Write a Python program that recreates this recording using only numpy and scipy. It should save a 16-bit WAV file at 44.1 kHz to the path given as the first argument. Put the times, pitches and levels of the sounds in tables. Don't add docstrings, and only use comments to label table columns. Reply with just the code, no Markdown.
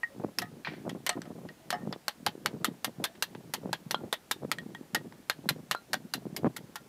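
import sys
import numpy as np
from scipy import signal
from scipy.io import wavfile
from scipy.ndimage import uniform_filter1d

SR = 44100
rng = np.random.default_rng(int(sys.argv[2]) if len(sys.argv) > 2 else 0)


def linear_from_db(decibels):
    return 10 ** (np.asarray(decibels, float) / 20)


def digitize_waveform(pressure):
    field = np.atleast_2d(pressure).T
    bounded = np.clip(field, -1, 1)
    quanta = np.round(bounded * 32767).astype(np.int16)
    wavfile.write(sys.argv[1], SR, quanta)


N = 303408

# pitch_hz, level_db
FIELD_COLOUR = [(18, -47), (30, -47), (48, -5), (196, -3.5), (732, -7), (1120, -11.5), (1840, -13),
                (2400, -15.5), (14800, -22.5), (16500, -26)]
# peak_s, level_db, swell_ms (to rise 20 dB), fade_ms (to fall 20 dB)
GUSTS = [(0.248, -34, 123, 74), (0.441, -37.5, 135, 187), (.69, -39.5, 39, 350), (.88, -36.5, 118, 323),
         (1.18, -37, 52, 45), (1.46, -40, 703, 111), (1.89, -34, 222, 76), (2.279, -36, 100, 30),
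         (2.55, -39.5, 319, 175), (2.681, -35.5, 12, 98), (2.869, -35, 31, 66), (2.996, -32, 30, 44),
         (3.18, -52.5, 400, 400), (3.349, -41.5, 35, 206), (3.53, -45.5, 400, 300), (3.659, -32, 74, 140),
         (4.05, -41, 330, 57), (4.46, -31, 106, 37), (4.58, -44, 300, 502), (4.82, -47, 400, 105),
         (4.94, -42, 19, 289), (5.08, -41.5, 148, 64), (5.21, -43.5, 98, 1), (5.52, -35.5, 205, 218),
         (5.94, -43, 90, 247), (6.15, -41, 24, 795), (6.4, -46.5, 800, 100), (6.442, -27, 23, 81),
         (6.474, -27, 66, 13), (6.6, -50, 200, 342)]
# start_s, level_db, pitch_hz
SLAPS = [(0.241, -14.5, 188), (0.682, -33, 263), (0.737, -22, 232), (.764, -27, 260), (.781, -28, 280),
         (1.167, -14, 290), (1.187, -16, 265), (1.735, -38, 325), (1.867, -16.5, 184), (2.351, -21, 364),
         (2.376, -24.5, 310), (2.225, -26, 223), (2.453, -23, 408), (2.537, -16, 246), (2.608, -21.5, 155),
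         (2.681, -13, 234), (2.876, -22, 219), (3.345, -29, 165), (3.654, -37, 210), (3.704, -18.5, 159),
         (4.126, -19, 478), (4.659, -21, 227), (4.808, -20.5, 260), (4.931, -22.5, 179), (5.063, -22, 160),
         (5.387, -24, 267), (5.46, -17, 205), (5.501, -14.5, 151), (6.047, -21, 191), (6.149, -21, 255),
         (6.253, -19, 178), (6.323, -18.5, 180), (6.265, -15, 310),
         (.178, -23, 251), (0.191, -21, 140), (.44, -26, 240), (0.861, -23, 280), (.925, -18, 229),
           (0.944, -32, 230), (1.153, -20, 300), (1.326, -27, 260), (1.452, -26, 129), (1.832, -23, 200),
           (1.849, -24, 200), (1.887, -16, 198), (2.534, -19, 105), (2.675, -21, 125), (2.978, -20, 148),
           (3.858, -19, 150), (3.958, -25, 170), (4.447, -13, 404), (4.463, -31, 130), (4.966, -20, 302),
           (5.197, -32, 240), (5.526, -24, 238), (6.164, -23, 258), (6.424, -17, 140), (6.449, -13, 251),
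           (6.459, -15, 141), (6.469, -8, 237), (6.632, -25.5, 130)]
# start_s, level_db, pitch_hz
SPIKES = [(0.199, -31.5, 560), (0.238, -28.5, 560), (0.246, -20.5, 427), (0.29, -35, 344),
          (0.878, -23.5, 480), (0.915, -29.5, 393), (0.949, -30.5, 386), (0.968, -36, 404),
          (1.304, -30.5, 356), (1.451, -31, 361), (1.832, -34, 400), (1.874, -26, 474), (1.961, -31, 470),
          (2.4555, -32, 630), (2.531, -33, 401), (2.88, -32, 474), (3.0, -31, 410), (3.353, -31, 338),
          (3.657, -24.5, 364), (4.036, -32.5, 370), (4.433, -27.5, 500), (4.498, -38, 861),
          (5.457, -30, 520), (6.254, -30, 444), (6.414, -42, 390), (6.433, -26, 366), (6.449, -27.5, 425),
          (6.468, -27, 333), (6.475, -43, 396)]
# start_s, length_s, pitch_hz, level_db
COOS = [
    (0.084, 0.067, 554, -56),
    (1.556, 0.17, 655, -62.5),
    (3.07, 0.06, 664, -58),
]
# time_s, level_db
SCRAPE = [
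    (0.648, -37),
    (0.682, -47.5),
    (0.72, -51),
    (0.84, -71),
]
# start_s, level_db, pitch_hz
THUDS = [
    (0.671, -25.5, 970),
    (3.944, -13, 970),
    (5.748, -17, 1030),
]
# start_s, pitch_hz, level_db,
# fade_s (to fall 60 dB)
PIECES = [(0.0328, 1780, -36, .04), (.427, 3900, -40, .02), (0.418, 1160, -52, 0.029),
          (0.455, 1920, -47, .06), (.6485, 2380, -28, .03), (.648, 1800, -35, 0.022),
          (.6715, 1880, -37, 0.07), (1.066, 1880, -45, 0.05), (1.092, 4350, -26, 0.03),
          (1.095, 2900, -41, .1), (1.093, 6000, -24, 0.02), (1.218, 4900, -38, 0.013),
          (1.218, 5930, -45, .025), (1.729, 5250, -43, 0.08), (1.733, 3000, -40, .07),
          (1.729, 1120, -38, .12), (1.728, 2180, -44, .1), (1.81, 1836, -52, 0.13),
          (1.927, 1240, -41, 0.033), (1.93, 3530, -46, .06), (2.083, 2070, -37, .025),
          (2.087, 3160, -48, .07), (2.268, 1780, -51, .06), (2.268, 3700, -52, 0.055),
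          (2.46, 1260, -32, 0.034), (2.463, 1696, -44, 0.079), (2.461, 4380, -34, 0.051),
          (2.646, 680, -36, 0.026), (2.65, 3210, -39, .07), (2.65, 1893, -32.5, 0.066),
          (2.846, 1238, -33, 0.029), (3.225, 2745, -23, .03), (3.225, 6000, -24.5, .02),
          (3.238, 1755, -39, 0.05), (3.229, 4080, -32, 0.055), (3.73, 877, -32.5, 0.039),
          (3.735, 1635, -29, 0.035), (3.742, 3250, -41, .07), (3.911, 5900, -26, .02),
          (3.914, 3682, -38, 0.04), (3.914, 860, -33, .025), (3.953, 4070, -34, 0.03),
          (3.951, 1395, -38, 0.03), (3.948, 1755, -47, .05), (4.52, 3920, -36, 0.051),
          (4.585, 1776, -39, 0.061), (4.585, 3330, -40, .035), (4.75, 3330, -40.5, 0.024),
          (4.749, 910, -36.5, 0.019), (4.983, 1880, -46, 0.12), (4.631, 1400, -57, 0.028),
          (5.302, 3740, -35, .06), (5.303, 890, -44.5, .06), (5.318, 1710, -39, 0.047),
               (5.49, 4059, -23, 0.041), (5.49, 2700, -30, .02), (5.716, 1740, -32, 0.047),
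               (5.764, 4075, -46, 0.11), (5.752, 1400, -33, .03), (5.932, 1690, -25, 0.035),
               (5.941, 764, -32, 0.06), (6.138, 2800, -35, .025), (6.138, 1410, -38, 0.031),
               (6.141, 4030, -38, 0.084), (6.365, 11940, -33, 0.032), (6.365, 2170, -41, 0.047),
               (6.565, 8021, -38, .025), (6.565, 2190, -42, .03), (6.568, 1400, -47, .05),
               (6.76, 1860, -42.5, 0.072), (6.76, 1520, -42, .05), (6.76, 855, -38, .05),
          (.033, 2100, -33, .015), (.061, 1880, -46, .16), (.648, 4130, -39, .04),
                 (1.094, 703, -39, 0.18), (1.7045, 4500, -24, 0.018), (1.741, 840, -41.5, 0.14),
                 (1.742, 2020, -45, .12), (2.46, 2000, -24, 0.018), (3.9455, 3250, -22, 0.022),
                 (4.1275, 1550, -27, 0.02), (5.298, 4950, -24, .015),
          (.0328, 4900, -48, .02), (.678, 1950, -38, .025), (.687, 2350, -41, .06),
             (.654, 2400, -36, .03), (1.069, 1880, -31, .05), (1.1, 4200, -36, .06), (2.268, 850, -26, .05),
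             (3.043, 3500, -27, .03), (3.058, 1780, -42, .07), (4.1315, 640, -25, .03),
             (4.142, 3350, -39, .05), (4.318, 3650, -29, .04), (5.95, 3400, -36, .03),
             (5.941, 1550, -21, .02)]
# pitch_hz, level_db, fade_s
SHAVING = [(3640, 0, 0.085), (3200, -24, 0.066), (1750, -23, 0.28)]
# pitch_hz, level_db, fade_s
CHIP = [(1395, -6, 0.13), (1610, -17, 0.025), (3200, -13, 0.011), (4134, -24, 0.06), (4060, -20, 0.07),
        (7800, -40, 0.046)]
# pitch_hz, level_db, fade_s
HOLLOW = [(720, 8.5, 0.088), (847, -10.5, 0.26), (1260, -3.5, 0.22), (1734, -1.5, 0.14), (2240, -22, 0.07),
          (1836, -3, 0.14), (4050, -18, 0.052), (5300, -16, 0.054)]
# pitch_hz, level_db, fade_s
BLADE = [(1885, 4.5, 0.046), (1780, -35, 0.31), (3620, -39, 0.018), (860, -5, 0.011), (1300, -2, 0.014)]
# start_s, level_db
SHAVING_RINGS = [(2.652, -38), (3.042, -34), (3.228, -45), (4.132, -39), (4.316, -38)]
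# start_s, level_db
CHIP_RINGS = [
    (3.944, -28),
    (5.7518, -32),
    (6.762, -41.5),
]
# start_s, level_db
HOLLOW_RINGS = [(0.42, -41.5), (1.092, -35.5), (1.255, -57), (1.727, -35), (1.741, -41.5), (2.265, -51)]
# start_s, level_db
BLADE_RINGS = [(0.0321, -20.5), (0.0411, -37), (0.4195, -30), (0.673, -39), (1.065, -54), (1.1284, -44),
               (1.489, -41), (4.128, -35), (4.584, -34), (4.7489, -38.5), (4.9469, -29), (4.9566, -21),
               (5.4903, -32), (5.942, -36)]
# start_s, change_db
GRIPS = [
    (0.0475, -18),
    (4.9645, -8),
]
# start_s, level_db
KNOCKS = [(0.0322, -27), (1.7040, -24.5), (2.081, -17), (2.4597, -17), (2.6447, -23), (2.846, -18.5),
          (4.1279, -23), (4.3119, -24.5), (4.5154, -15), (4.9473, -21), (5.2975, -11), (5.4894, -25.5),
          (5.7119, -24)]
# pitch_hz, level_db
FIBRES = [(180, -12), (300, -14), (820, -3.5), (1900, -7.5), (2520, -12.5), (3650, -8), (5190, -7.5),
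          (8730, -8), (12600, -6), (15200, -21), (16500, -4)]
# pitch_hz, fade_s
TEAR_FADE = [(500, 0.068), (3500, 0.09), (5500, 0.062), (9000, 0.052), (15000, 0.08)]
# start_s, blow_db, stick_hz, tear_db, treble_db
CHOPS = [(0.3855, -13, 2660, -12.5, -3.5), (1.0645, -12, 2090, -13, -11.5), (1.0923, -13, 1830, -11, -12.5),
         (1.7041, -13.5, 1190, -15, -9.5), (2.0817, -10, 814, -16, -9.5), (2.2639, -11, 830, -9.5, -12.5),
         (2.4596, -8, 1920, -15, -13), (2.6449, -9, 1260, -8.5, -4.5), (2.845, -9.5, 1850, -9.5, -2),
         (3.0397, -16, 1630, -9, -6), (3.2238, -15, 1680, -8, 0), (3.5368, -14, 870, -10.5, -3),
         (3.7296, -13.5, 1550, -14.5, -13), (3.9094, -12, 1850, -13, -1), (4.1269, -13, 610, -13.5, -8.5),
         (4.3119, -10.5, 1660, -7.5, -1), (4.5155, -8.5, 1400, -13.5, -11), (4.9472, -6.5, 1450, -10, -9),
         (5.2978, -6, 1580, -13, -11), (5.4893, -8, 1380, -7.5, -5), (5.7117, -11, 1270, -9.5, -9),
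         (5.9318, -15.5, 1590, -12, -5), (6.1371, -22, 1640, -12.5, -3), (6.364, -27, 2240, -17, 0)]
# start_s, blow_db, stick_hz, tear_db, treble_db
TOUCHES = [(0.0326, -36, 1880, -42, -33), (0.4182, -25, 1900, -24, -6), (0.6715, -46, 2000, -22, -55),
           (0.8939, -28, 870, -24, -14), (1.128, -42, 1900, -35, -26), (1.218, -28.5, 1300, -34, -22),
           (1.254, -42, 1300, -42, -30), (1.488, -26.5, 1730, -37.5, -48), (1.727, -22, 1080, -25, -18),
           (1.926, -24, 870, -24.5, -34), (3.152, -50, 1710, -39.5, -26), (3.3495, -31.5, 904, -37, -55),
           (3.9455, -30, 1270, -35, -13), (4.585, -28, 1800, -38, -28), (4.7482, -31.5, 1820, -42, -17),
           (4.9544, -20, 1820, -23, -33), (5.1239, -34, 865, -45, -49), (5.749, -28, 1310, -36, -11),
           (5.9415, -16, 1590, -24, -20), (6.564, -24, 1980, -19.5, -1), (6.7564, -26, 1390, -20, -6)]
# start_s, splinter_hz, level_db (against the blow)
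SPLINTERS = [(0.386, 5070, 6), (0.894, 3200, -11), (1.064, 5950, -9), (1.092, 8040, 2.5), (1.218, 7600, -5),
             (1.254, 1580, 1), (1.704, 4530, -5), (1.727, 2940, -11), (1.925, 4460, -.5),
             (0.671, 2020, -11), (2.46, 2280, -32), (5.941, 3080, -16), (2.082, 4400, 1), (2.264, 4500, 1),
             (1.128, 2900, 0), (3.04, 3480, -0.5), (3.224, 4300, 2), (3.73, 4400, -3), (3.909, 4290, -2.5),
             (3.945, 3250, 9), (4.127, 3430, -1), (4.312, 3600, -15), (4.585, 3200, -3), (4.749, 3100, -8),
             (4.947, 5200, -11), (5.712, 4070, -6), (5.932, 4500, 3), (6.137, 4420, 8.5),
             (6.364, 4800, 8.5)]


def evened(x):
    return x / np.sqrt(np.mean(x ** 2) + 1e-20)


def peaked(x):
    return x / abs(x).max()


def read(points, hz):
    f, value = np.transpose(points)
    return np.interp(np.log(hz + 1), np.log(f + 1), value)


def add(mix, s, sound):
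    part = mix[max(round(s * SR), 0):][:len(sound)]
    part += sound[:len(part)]


def resonate(x, hz, width):
    turn = np.exp(2j * np.pi * np.cumsum(hz * np.ones(len(x))) / SR)
    r = np.exp(-np.pi * width / SR)
    smooth = signal.lfilter([1 - r], [1, -r], x / turn + 1e-18)
    return 2 * (turn * smooth).real


def push(hz, tail, cusp):
    turn = np.arange(-1, 3, hz / SR)
    return np.cos(2 * np.pi * turn) * np.exp(-abs(turn / np.where(turn < 0, .4, tail)) ** cusp)


def breaker(hz, front):
    t = np.arange(-1, 3, hz / SR) / hz
    return -np.tanh(t / front) * np.exp(-abs(t * hz / np.where(t < 0, .25, .5)) ** 1.88)


def field():
    frames, hz = N // 256 + 5, np.fft.rfftfreq(1024, 1 / SR)
    a, b, patches = rng.standard_normal((frames, 513, 3)).T
    patches = uniform_filter1d(patches, size=12, axis=0)
    patches = evened(uniform_filter1d(patches, size=14, axis=1))
    z = (a + 1j * b) * linear_from_db(read(FIELD_COLOUR, hz)[:, None] + .6 * patches)
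    hiss = signal.istft(z, nperseg=1024, noverlap=768)[1][:N]
    return linear_from_db(-60) * evened(hiss)


def gustiness(t):
    calm_db = -69
    s, peak_db, swell_ms, fade_ms = np.transpose(GUSTS)[:, :, None]
    below_db = 20 * abs(t - s) / (np.where(t < s, swell_ms, fade_ms) / 1000)
    return 10 * np.log10(linear_from_db(calm_db) ** 2 + (linear_from_db(peak_db - below_db) ** 2).sum(axis=0))


def turbulence():
    frames, hz = N // 128 + 5, np.fft.rfftfreq(512, 1 / SR)[:, None]
    t = np.arange(frames) * 128 / SR
    level_db = gustiness(t)
    eddies = rng.standard_normal(frames)
    lumps = np.tanh(0.76 * evened(uniform_filter1d(eddies, size=3)))
    clumps = evened(uniform_filter1d(uniform_filter1d(eddies, size=8), size=8))
    edge_hz = 300 * linear_from_db(0.1 * level_db + 4.5 + 7.4 * lumps)
    dark = (1 + (hz / edge_hz) ** 2) ** -1.8 / np.sqrt(edge_hz)
    shape = linear_from_db(2.3 * lumps + 1.4 * clumps) * dark
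    z = rng.standard_normal((frames, 257, 2)).T
    rumble = signal.istft((z[0] + 1j * z[1]) * shape, nperseg=512, noverlap=384)[1][:N]
    return evened(rumble) * linear_from_db(np.interp(np.arange(N) / SR, t, level_db))


def wind():
    out = turbulence()
    for s, slap_db, hz in SLAPS:
        add(out, s, -linear_from_db(slap_db - 9.0) * push(hz, 0.54, 1.05))
    for s, spike_db, hz in SPIKES:
        front_s = 0.00033 * linear_from_db(-.3 * (spike_db + 26))
        add(out, s - .6 / hz, -linear_from_db(spike_db + 3.5) * breaker(hz, front_s))
    add(out, 6.4425, -linear_from_db(-13.5) * breaker(301, 0.00018))
    return out


def coo(s, length, hz, db):
    t = np.arange(0, length, 1 / SR)
    breath = evened(resonate(rng.standard_normal(SR)[:len(t)], hz, 40))
    hoot = np.sin(2 * np.pi * hz * t) + 0.53 * breath
    return s, linear_from_db(db + 1.0) * hoot * signal.windows.tukey(len(t), .4)


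def ground(x):
    t = np.arange(5000) / SR
    scattered = rng.choice([-1., 1.], len(t)) * (rng.random(len(t)) < .05)
    taps = scattered * linear_from_db(-60 * t / 0.12) * (t > .003)
    taps = signal.lfilter([.5], [1, -.5], taps)
    return signal.oaconvolve(x, taps / np.linalg.norm(taps))[:N]


def with_echoes(x):
    return x + linear_from_db(-20) * ground(x)


def scrape():
    s, level_db = np.transpose(SCRAPE)
    t = np.arange(s[0], s[-1], 1 / SR)
    since = t - s[0]
    grit, hold = rng.standard_normal(size=(2, SR))[:, :len(t)]
    slips = grit * linear_from_db(2.8 * evened(uniform_filter1d(hold, size=30)))
    dull = signal.sosfilt(signal.butter(N=7, Wn=5200, fs=SR, output="sos"), slips)
    body = resonate(dull, 2350 - 2600 * since, 500)
    body += linear_from_db(1) * resonate(dull, 1700, 700)
    body += linear_from_db(-3 - 130 * since) * resonate(dull, 4000, 700)
    return s[0], linear_from_db(np.interp(t, s, level_db)) * evened(body) * signal.windows.tukey(len(t), .02)


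def pieces():
    t, out = np.arange(6000) / SR, np.zeros(N)
    rise = 1 - np.exp(-t / .0004)
    for s, hz, db, t60 in PIECES:
        pair = np.sin(2 * np.pi * hz * t)
        pair += linear_from_db(-8) * np.sin(2 * np.pi * hz * 1.035 * t)
        pair *= 1 + .22 * evened(uniform_filter1d(rng.standard_normal(len(t)), size=110))
        add(out, s, linear_from_db(db - 60 * t / t60) * rise * pair)
    return with_echoes(out)


def ringing(modes, blows, rise, rattle):
    t, out = np.arange(8000) / SR, np.zeros(N)
    for s, blow_db in blows:
        for (hz, db, t60), luck in zip(modes, rng.standard_normal((len(modes), len(t)))):
            swing = linear_from_db(blow_db + db + luck[0] - 60 * t / t60) * (1 - np.exp(-t / rise))
            swing *= 1 + rattle * evened(uniform_filter1d(luck, size=130))
            add(out, s, swing * np.sin(2 * np.pi * hz * (1 + luck[1] / 500) * t))
    return out


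def grip():
    closing_s, held_s = .003, .2
    t = np.arange(N) / SR
    return linear_from_db(sum(db * np.clip((t - s) / closing_s, 0, 1) * (t < s + held_s) for s, db in GRIPS))


def causal(gain_db):
    circle_db = np.r_[gain_db, gain_db[-2:0:-1]]
    log_gain = np.log(linear_from_db(np.maximum(circle_db, -100)))
    return np.fft.ifft(np.exp(np.conj(signal.hilbert(log_gain)))).real[:len(gain_db) // 2]


def coloured(x, treble_db):
    hz = np.fft.rfftfreq(1024, 1 / SR)
    tilt_db = treble_db / (1 + (6500 / (hz + 1)) ** 4)
    return signal.oaconvolve(x, causal(read(FIBRES, hz) + tilt_db))[:len(x)]


def chop(blow_db, stick_hz, splinter_hz, splinter_db, treble_db):
    luck = rng.standard_normal((2, 1024))
    t = np.arange(1024) / SR
    snaps = luck[0] * linear_from_db(3 * luck[1]) * (1 - np.exp(-t / .0002)) * np.exp(-(t / .0015) ** 1.3)
    sound = 1.13 * peaked(coloured(snaps, treble_db))
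    sound += 0.46 * peaked(resonate(snaps, stick_hz, 200))
    splinter = resonate(resonate(snaps, splinter_hz, 800), splinter_hz, 1100)
    sound += linear_from_db(splinter_db) * peaked(splinter)
    add(sound, 0, 1.1 * push(1667, 0.68, 0.73))
    return linear_from_db(blow_db - 7.5) * sound


def tear(tear_db, treble_db):
    luck = rng.standard_normal((2, 6144))
    t = np.arange(6144) / SR
    clumps = linear_from_db(2.3 * evened(uniform_filter1d(luck[0], size=90)))
    hz, frames, z = signal.stft(luck[1] * clumps, SR, nperseg=64)
    t60 = 0.82 * read(TEAR_FADE, hz)[:, None]
    rip = signal.istft(z * linear_from_db(-60 * frames / t60), SR, nperseg=64)[1][:len(t)]
    rip = coloured(rip * (1 - np.exp(-t / 0.00017)), treble_db)
    rip += 0.4 * resonate(rip, 1970, 410) + 1.01 * resonate(rip, 2910, 800)
    return linear_from_db(tear_db - 17.5) * rip / np.std(rip[:400])


def splinter_of(s):
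    for start, hz, db in SPLINTERS:
        if abs(start - s) < .004:
            return hz, db
    return 4260, -10.5


def blade_work():
    out = np.zeros(N)
    for s, blow_db, stick_hz, tear_db, treble_db in sorted(CHOPS + TOUCHES):
        splinter_hz, splinter_db = splinter_of(s)
        add(out, s, chop(blow_db, stick_hz, splinter_hz, splinter_db, treble_db + 6.5))
        rip = tear(tear_db, treble_db)
        rip = rip + resonate(rip, stick_hz, 77) + 0.65 * resonate(rip, splinter_hz, 180)
        add(out, s + .0004, rip)
    return out


def scene():
    near = blade_work() + grip() * ringing(BLADE, BLADE_RINGS, rise=0.0012, rattle=0.2)
    near += ringing(HOLLOW, HOLLOW_RINGS, rise=0.0012, rattle=0.45)
    near += ringing(CHIP, CHIP_RINGS, rise=.0004, rattle=.15)
    near += ringing(SHAVING, SHAVING_RINGS, rise=0.015, rattle=0.98)
    for s, thud_db, hz in THUDS:
        add(near, s, linear_from_db(thud_db - 1.0) * push(hz, 0.83, 4.6))
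    for s, knock_db in KNOCKS:
        add(near, s, linear_from_db(knock_db) * push(1700, .8, 2))
    add(near, *scrape())
    for row in COOS:
        add(near, *coo(*row))
    return (with_echoes(near) + wind() + pieces())[None]


def band_limit(x):
    return signal.sosfilt(signal.butter(12, 16600, fs=SR, output="sos"), x)


def record(dry):
    bass_cut = signal.butter(N=4, Wn=142, btype="highpass", fs=SR, output="sos")
    thin = signal.sosfilt(bass_cut, dry)
    treble_limit = signal.firwin(255, 15600, window=("kaiser", 4), fs=SR)
    limited = signal.oaconvolve(thin + field(), treble_limit[None], "same")
    return band_limit(limited)


dry = scene()
out = record(dry)
digitize_waveform(out)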